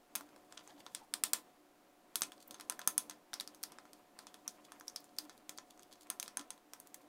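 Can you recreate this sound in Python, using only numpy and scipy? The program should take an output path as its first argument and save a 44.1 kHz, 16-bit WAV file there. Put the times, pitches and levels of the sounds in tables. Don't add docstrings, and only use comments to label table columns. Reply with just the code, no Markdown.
import sys
import numpy as np
from scipy import signal
from scipy.fft import rfft, irfft, next_fast_len
from scipy.io import wavfile
from scipy.ndimage import map_coordinates

SR = 44100
rng = np.random.default_rng(int(sys.argv[2]) if len(sys.argv) > 2 else 0)


def unload_wav(signal):
    wavfile.write(
        sys.argv[1],
        SR,
        np.round(np.clip(np.atleast_2d(signal).T, -1, 1) * 32767).astype(np.int16),
    )


N = 312228

# start in seconds, strength in dB, knock in dB and hardness in dB (both before
# weighting over frequency), spoon resonance in Hz, its height in dB, glass ring in dB.
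CONTACTS = [(0.1534, -9, 8, -5.5, 10800, 15, 7), (0.1577, -9, -6.5, 12, 2500, 11, 7),
            (0.2094, -24, 14.5, -11, 13600, 13, -6), (.362, -32.5, 17.5, -6, 2390, 3, -14),
            (0.5244, -23.5, 8.5, -9, 7600, 8, -9), (0.5737, -23.5, 3, -19, 2920, 10, 9),
            (0.5766, -18.5, 5, -20, 3340, 7, 5), (.6758, -30.5, 14, -2, 6800, 10, 5),
            (.8646, -21, 9, -14, 3600, 11, 0), (0.9489, -7, -8, -6.5, 8200, 4.5, -7),
            (1.139, -4.5, -2.5, 0.5, 9100, 5, -12), (1.2373, 2.5, -6.5, 5, 8000, 2, -6),
            (1.334, 2, -3, 4, 7400, 5, -8), (2.157, -4, -6, 9, 9700, 5.5, 0.5),
            (2.209, -24.5, 11, -2, 13500, 22, 0), (2.2196, -1, -5, -1, 8600, 6.5, 5),
            (2.234, -13, -3.5, 1, 2530, 13.5, 6), (2.32, -23, 9, -1, 3340, 8.5, -4),
            (2.5096, -19.5, 1, 4, 4380, 5, 4), (2.544, -21, 3, -5, 3660, 10, 13),
            (2.599, -20.5, 15, -7, 3800, 8, -10), (2.6096, -18, 4, -5, 11800, 10, 0),
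            (2.6983, -8.5, 7.5, 5, 9400, 5.5, 6), (2.723, -21, 12, -8, 13500, 11, -4),
            (2.7926, -19, 16.5, 6, 1730, 6, 9), (2.8162, -18, 7, -13, 3270, 4, 2),
            (2.8753, -3, 2, 12, 9600, 6, 13), (2.9797, -3.5, -7, 6.5, 10200, 11, 12),
            (3.0973, -15.5, 0.5, -1, 11560, 3.5, 11), (3.1102, -18, 6, -10, 7200, -0.5, -4),
            (3.333, -16.5, 11, -6, 3680, 7.5, -14), (3.3396, -11, 1, -1, 5300, 12.5, -6),
            (3.3996, -13, -2, -3, 3980, 14.5, -10), (3.4087, -15, 3, 3.5, 5220, 9, 0),
            (3.4757, -21, 2.5, 2, 4700, 12.5, 3), (3.5475, -29.5, 3, 10, 5900, 12, -3),
            (3.6307, -21.5, -13, 12, 11400, 7, 10), (3.6367, -12, -1, 6, 5000, 13, 1),
            (3.721, -25, 6, -2.5, 5170, 6, -3), (3.786, -23.5, 13.5, -13, 5120, 2, -9),
            (3.854, -32, 17, -15, 13500, 11, 1), (3.9326, -26, 5, 3, 4470, 7.5, 0),
            (4.1899, -22, 13, 3, 4340, 15, -6), (4.269, -19.5, 1.5, -8, 3300, 8.5, 0),
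            (4.343, -24.5, 9, 2, 3250, 7, 3), (4.4786, -13, -6, 5, 6020, 14.5, -5),
            (4.7201, -23, 11, -4, 9710, 7, 5.5), (4.799, -36.5, 9, 20, 5400, 18, -2),
            (4.8099, -32, 25.5, -3, 6460, 12, 2), (4.881, -19.5, -13, 4, 5600, 16.5, -1),
            (4.8986, -31, 8, 1, 6460, 15, -1), (4.9608, -12.5, -7.5, 0, 4730, 16.5, 2),
            (5.043, -37, 7, 7, 7400, 10, -5), (5.1846, -20.5, 2, 6, 13100, -8, 8),
            (5.1863, -11.5, -2.5, 9.5, 4670, 16.5, 5), (5.2956, -20.5, 8.5, -8, 4180, 7, 1),
            (5.3782, -37, 4, 7.5, 4470, 13, 0), (5.494, -14.5, 1.5, 3, 7160, 5.5, 2),
            (5.5767, -27.5, -15, 10, 4480, 18.5, 8), (5.5855, -18, 6.5, -25, 6900, 8.5, 0),
            (5.7946, -29.5, 2, -9, 7250, 5, 4), (6.1014, -11.5, 9.5, 7.5, 9500, 5.5, 11),
            (6.199, -12, -3.5, 5.5, 5800, 5.5, 12), (6.2284, -13.5, -1, 8, 2380, 7, 5),
            (6.2607, -24.5, 1, -13, 3820, 9, -3), (6.2795, -17, 4.5, -4, 5300, 8, -3),
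            (6.3715, -13.5, 12.5, 1, 10200, 14, 15), (6.3944, -15, 8, -9, 4400, 1, -3),
            (6.412, -25, 14, -4, 3540, 4, -3), (6.5054, -16, 3.5, 0.5, 9900, 6, 10),
            (6.735, -21, 10.5, 8.5, 6100, 10, -11), (6.8008, -30, 4, 16, 8810, 5, 12),
            (6.944, -23.5, 6.5, 14, 7000, 5.5, 6)]
# strength, knock, hardness in dB, spoon resonance in Hz, its height, ring in dB.
TYPICAL_GRAZE = (-39.5, 10.5, -2.5, 5200, 6.5, -2)
GRAZE_RATE = 4
# frequency in Hz, level in dB.
CONTACT_COLOUR = [(20, -14.5), (100, -25.5), (220, -7.5), (480, -11.5), (1350, -0.5), (2200, -5.5),
                  (2850, -7.5), (3400, -1.5), (4300, -3), (5500, -1), (7100, -2.5), (9300, 0.4),
                  (11000, -5.5), (15300, -10)]
# frequency in Hz, level in dB before the ring offsets, t60 in seconds.
DISH_MODES = [(209.8, -50, 0.17), (300.4, -54, 0.357), (732, -58.5, 0.23), (1023, -47, 0.23),
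              (1307, -54.5, .18), (1397, -53.5, .16), (1624, -59.5, 0.05), (1777, -50, 0.15),
              (2560, -50.5, 0.16), (3390, -48.5, .1), (4220, -51.5, 0.083), (4777, -48, .08),
              (5685, -48, 0.074), (6500, -50, .08), (6370, -47.5, .1), (6400, -49, .1), (7100, -59.5, .09),
              (8673, -59, 0.077), (9900, -55, .08), (12300, -55, 0.0606)]
# frequency in Hz, t60 in seconds.
CORNER_T60 = [(150, 0.051), (500, 0.28), (1500, 0.17), (4000, 0.15), (9000, 0.14), (15000, 0.19)]
# frequency in Hz, relative level in dB.
CORNER_COLOUR = [(60, -1.5), (250, 4), (900, 3.5), (1500, -1.5), (2400, 2.5), (6000, 0.5), (15000, -4.5)]
# start in seconds, length in seconds, level in dB,
# tilt in dB per octave.
SCRAPE_STROKES = [(0.589, 0.031, -65, -11), (0.663, .06, -68, -9.5), (0.746, 0.081, -68.5, -11.5),
                  (2.397, 0.044, -64.5, -1.5), (2.476, .008, -47, 20), (4.641, 0.017, -62.5, -4),
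                  (5.002, 0.0064, -54, 19), (5.698, 0.026, -63, -2), (5.822, 0.013, -60.5, -2),
                  (5.911, .031, -61, -3), (5.995, 0.054, -65.5, -0.5), (6.87, 0.0093, -57.5, 5.5)]
# frequency in Hz, relative level in dB.
SCRAPE_COLOUR = [(1000, -25.5), (2800, -8.5), (3400, 1), (4000, -4), (4600, 0.5), (5400, -4.5), (6500, 0),
                 (7800, -1.5), (11000, -4), (15500, -8.5)]
# start in seconds, level in dB before the pulse shape.
DISH_JOLTS = [(.154, -58), (1.332, -54.5), (2.8754, -51.5)]
# start in seconds,
# # length in seconds, level in dB at the top of the swell.
LOW_SWELLS = [(0.17, 0.11, -62.5), (0.724, 0.083, -62), (2.197, 0.13, -67), (3.013, 0.14, -66),
              (4.228, 0.049, -65), (4.343, 0.15, -67.5), (4.99, 0.11, -66), (5.186, 0.12, -61.5),
              (6.372, 0.071, -58), (7.004, 0.098, -68.5)]
# start in seconds, end in seconds,
# effort in dB, further pressure on the glass in dB.
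STIRRING_RUNS = [(0.15, 0.465, -1, -3.5), (0.526, 0.987, -0.5, 2.5), (1.14, 1.458, 0, -4),
                 (2.16, 2.333, -1, -2), (2.5, 3.12, 2.5, -5), (3.37, 3.98, -0.5, -5.5),
                 (4.172, 5.347, -1, -1.5), (5.5, 5.95, -4.5, -2), (6.07, 6.516, -3, -7),
                 (6.766, 7.08, -4, -1.5)]
RUN_ATTACK_S, RUN_RELEASE_S = 0.06, 0.13
IDLE_DB = -7
SURGE_DB, SURGE_GROWS, SURGE_S = 4.5, 0.44, 0.1
# frequency in Hz, relative level in dB.
CHURN_COLOUR = [(30, -29), (100, -13), (160, -8), (230, 1), (330, -0.5), (440, -4), (600, -1), (780, -8.5),
                (1100, -13.5), (2000, -33)]
# frequency in Hz, relative level in dB.
SMACK_COLOUR = [(300, -25), (700, -7.5), (1000, 6.5), (1500, -2.5), (2100, -3), (3000, -6.5), (6000, -27)]
# centre in Hz, width in Hz, height in dB.
HOLLOW_MODES = [(307.6, 12, 9.5), (376.5, 6.1, 4.5), (574, 16, 1.5), (742, 25, 7), (1040, 5.2, 9)]
# start in seconds, length in seconds, centre in Hz, level in dB.
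AIR_POCKETS = [(0.663, 0.085, 760, -65), (0.686, 0.039, 1716, -65), (0.775, 0.035, 834, -64.5),
               (0.994, 0.065, 860, -61.5), (6.79, 0.036, 565, -71)]
# frequency in Hz, relative level in dB.
AIR_COLOUR = [(25, -11), (60, -27), (120, -21), (200, -11.5), (290, -5), (440, -10), (620, -7.5),
              (850, -10.5), (1200, -13.5), (2200, -20), (5000, -24.5), (15000, -28.5)]
# centre in Hz, width in Hz, level in dB before the hum offset.
HUM_BANDS = [(299.2, 12.7, -76), (364.7, 4, -83.5), (565, 14, -82)]
TONE_DB, TONE_SINK_DB = -73.5, -5
TOP_HZ = 15650


def taps(blow_db, chatter_db, chatter_t60, dish_db, room_db, tail_focus, ring_follows):
    out = np.zeros(N + SR)
    t = np.arange(SR // 3) / SR
    for start, db, *colour in CONTACTS + grazes():
        chatter = rng.standard_normal(len(t)) * amp(-60 * t / chatter_t60)
        strike = amp(chatter_db) * chatter / np.linalg.norm(chatter)
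        strike[0] += amp(blow_db)
        tail = amp(room_db) * room_tail(t, build_up=0.0011)
        ring_offset_db = dish_db + ring_follows * colour[-1]
        for hz, level, t60 in DISH_MODES:
            ring_db = ring_offset_db + level + rng.normal(0, 2) - 60 * t / t60
            tail += amp(ring_db) * np.sin(2 * np.pi * hz * t)
        direct = signal.fftconvolve(strike, contact(*colour, focus=1))
        answer = signal.fftconvolve(tail, contact(*colour, focus=tail_focus))
        sound = direct + answer
        out[round(start * SR):][:len(sound)] += amp(db) * sound
    return out[:N]


def contact(knock_db, hard_db, spoon_hz, spoon_db, ring_db, focus, spoon_width=0.13,
            ring_hz=6350, ring_width_hz=260, size=2048):
    hz = np.fft.rfftfreq(size, 1 / SR) + 1
    knock = knock_db * along([(150, 0.3), (700, 0.77), (1600, 0.61), (3500, 0.018)], hz)
    edge = hard_db * along([(6000, 0), (13000, 0.86)], hz)
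    spoon = spoon_db * np.exp(-0.5 * (np.log(hz / spoon_hz) / spoon_width) ** 2)
    glass = ring_db * np.exp(-0.5 * ((hz - ring_hz) / ring_width_hz) ** 2)
    return causal(along(CONTACT_COLOUR, hz) + knock + edge + focus * (spoon + glass))


def grazes(count=60):
    chance, scatter = rng.random((count, 2)), rng.standard_normal((count, 3))
    db, knock_db, hard_db, spoon_hz, spoon_db, ring_db = TYPICAL_GRAZE
    odds = depth() * GRAZE_RATE * N / SR / count
    rows = []
    for (when, luck), (a, b, c) in zip(chance, scatter):
        if luck < odds[int(when * N)]:
            rows.append((when * N / SR, db + 2 * a, knock_db, hard_db + 4 * b,
                         spoon_hz * np.exp(0.34 * c), spoon_db, ring_db))
    return rows


def room_tail(t, build_up):
    hz, s, noise = signal.stft(rng.standard_normal(len(t)), SR, nperseg=256)
    decay_db = -60 * s / along(CORNER_T60, hz)[:, None]
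    fade = amp(along(CORNER_COLOUR, hz)[:, None] + decay_db)
    tail = signal.istft(noise * fade, SR)[1][:len(t)] * (1 - np.exp(-t / build_up))
    return tail / np.linalg.norm(tail)


def scrapes(slip_rate, judder_db):
    out = np.zeros(N)
    judder = amp(judder_db * wobble(240))
    slips = coloured(grains(rate=slip_rate, spread_db=3.5) * judder, SCRAPE_COLOUR)
    for s, length, db, tilt_db in SCRAPE_STROKES:
        start, n = round(s * SR), max(round(length * SR), 64)
        octaves = np.log2(np.maximum(np.fft.rfftfreq(n, 1 / SR), 1000) / 5000)
        stroke = irfft(rfft(slips[start:start + n]) * amp(tilt_db * octaves), n)
        out[start:start + n] += amp(db) * unit(stroke * np.sqrt(np.hanning(n)))
    return out


def stirring(churn_db, smack_db, scrape_db, smack_surge):
    efforts = [amp(db) * dipped(start, end) for start, end, db, _ in STIRRING_RUNS]
    push = amp(IDLE_DB) + np.max(efforts, axis=0)
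    pressures = [amp(db + pressure) * dipped(start, end) for start, end, db, pressure in STIRRING_RUNS]
    rub = np.max(pressures, axis=0)
    surge_power = sum((amp(SURGE_DB + SURGE_GROWS * db) * swell(s, SURGE_S)) ** 2 for s, db, *_ in CONTACTS)
    surge = np.sqrt(surge_power)

    body_level = np.hypot(push, surge) * amp(churn_db + 1.5 * wobble(25))
    body = body_level * coloured(rng.standard_normal(N), CHURN_COLOUR)
    wet_level = np.hypot(push, smack_surge * surge) * amp(smack_db + 4.5 * wobble(45))
    wet = wet_level * coloured(grains(rate=1200, spread_db=1.5), SMACK_COLOUR)
    slip_level = rub * amp(scrape_db + 4.6 * wobble(60))
    slips = slip_level * coloured(grains(rate=2200, spread_db=2.5), SCRAPE_COLOUR)

    def hollow(hz):
        return amp(sum(db / (1 + (2 * (hz - centre) / width) ** 2) for centre, width, db in HOLLOW_MODES))

    return filtered(body + wet, hollow) + slips


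def dipped(start, end):
    t = np.arange(N) / SR
    attack = 1 + (t - start) / RUN_ATTACK_S
    release = 1 - (t - end) / RUN_RELEASE_S
    return np.clip(np.minimum(attack, release), 0, 1)


def depth():
    return np.max([dipped(start, end) for start, end, *_ in STIRRING_RUNS], axis=0)


def squelches(width_share, rough_db):
    flutter = unit(amp(rough_db * wobble(220)))
    puffs = sum(amp(db) * swell(s, length) * narrow_noise(hz, width_share * hz)
                for s, length, hz, db in AIR_POCKETS)
    return flutter * puffs


def jolts(push_time):
    u = np.arange(SR // 10) / SR / push_time
    pulse = (1 - u) * np.exp(-u) * (1 - np.exp(-20 * u))
    out = np.zeros(N)
    for s, db in DISH_JOLTS:
        out[round(s * SR):][:len(u)] += amp(db) * pulse
    return out


def low_swells(centre_hz):
    resonance = wavering(centre_hz, waver=0.04, rate=170) * unit(amp(2 * wobble(60)))
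    return resonance * sum(amp(db) * swell(s, length) for s, length, db in LOW_SWELLS)


def kitchen(air_db, hum_db, tone_hz):
    air = amp(air_db) * coloured(rng.standard_normal(N), AIR_COLOUR)
    hum = sum(amp(db) * narrow_noise(centre, width) for centre, width, db in HUM_BANDS)
    tone_level = amp(TONE_DB + TONE_SINK_DB * (1 - depth()) + 1.4 * wobble(14))
    tone = tone_level * wavering(tone_hz, waver=0.005, rate=30)
    return air + amp(hum_db) * hum + tone


def narrow_noise(centre_hz, width_hz):
    return unit(filtered(rng.standard_normal(N), lambda hz: 1 / (1 + (2 * (hz - centre_hz) / width_hz) ** 2)))


def wavering(hz, waver, rate):
    return np.sqrt(2) * np.sin(2 * np.pi * np.cumsum(hz * (1 + waver * wobble(rate))) / SR)


def swell(s, length):
    return np.sin(np.pi * np.clip((np.arange(N) / SR - s) / length, 0, 1))


def grains(rate, spread_db):
    sizes = amp(spread_db * np.clip(rng.standard_normal(N), -2, 2)) * rng.choice([-1, 1], N)
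    return unit(sizes * (rng.random(N) < rate / SR))


def wobble(rate):
    return map_coordinates(rng.standard_normal(int(N * rate / SR) + 4), [np.arange(N) * rate / SR])


def coloured(x, spectrum):
    return unit(filtered(x, lambda hz: amp(along(spectrum, hz))))


def filtered(x, gain):
    m = next_fast_len(N + SR // 2)
    return irfft(rfft(x, m) * gain(np.fft.rfftfreq(m, 1 / SR)), m)[:N]


def causal(level_db):
    cepstrum = irfft(np.log(amp(level_db)))
    half = len(cepstrum) // 2
    cepstrum[1:half] *= 2
    cepstrum[half + 1:] = 0
    return irfft(np.exp(rfft(cepstrum)))


def along(points, hz):
    f, v = np.transpose(points)
    return np.interp(np.log(hz + 1), np.log(f + 1), v)


def unit(x):
    return x / np.sqrt(np.mean(x ** 2) + 1e-20)


def amp(db):
    return 10 ** (np.asarray(db) / 20)


def scene():
    clicks = taps(blow_db=-5.5, chatter_db=-3.5, chatter_t60=0.011, dish_db=-0.5, room_db=-9.5,
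                  tail_focus=0.6, ring_follows=0.18)
    rubs = scrapes(slip_rate=1200, judder_db=8)
    corner = room_tail(np.arange(SR // 3) / SR, build_up=0.0015)
    rubs = rubs + amp(-10) * signal.fftconvolve(rubs, corner)[:N]
    mixture = stirring(churn_db=-72.5, smack_db=-79.5, scrape_db=-76.5, smack_surge=0.7)
    mixture = mixture + squelches(width_share=0.27, rough_db=2)
    low = jolts(push_time=0.003) + low_swells(centre_hz=297.3)
    room = kitchen(air_db=-69.0, hum_db=0.5, tone_hz=725.6)
    mono = clicks + rubs + low + mixture + room
    return np.array([mono, mono])


def record(dry):
    return np.array([filtered(x, lambda hz: 1 / np.sqrt(1 + (hz / TOP_HZ) ** 140)) for x in dry])


dry = scene()
out = record(dry)
unload_wav(out)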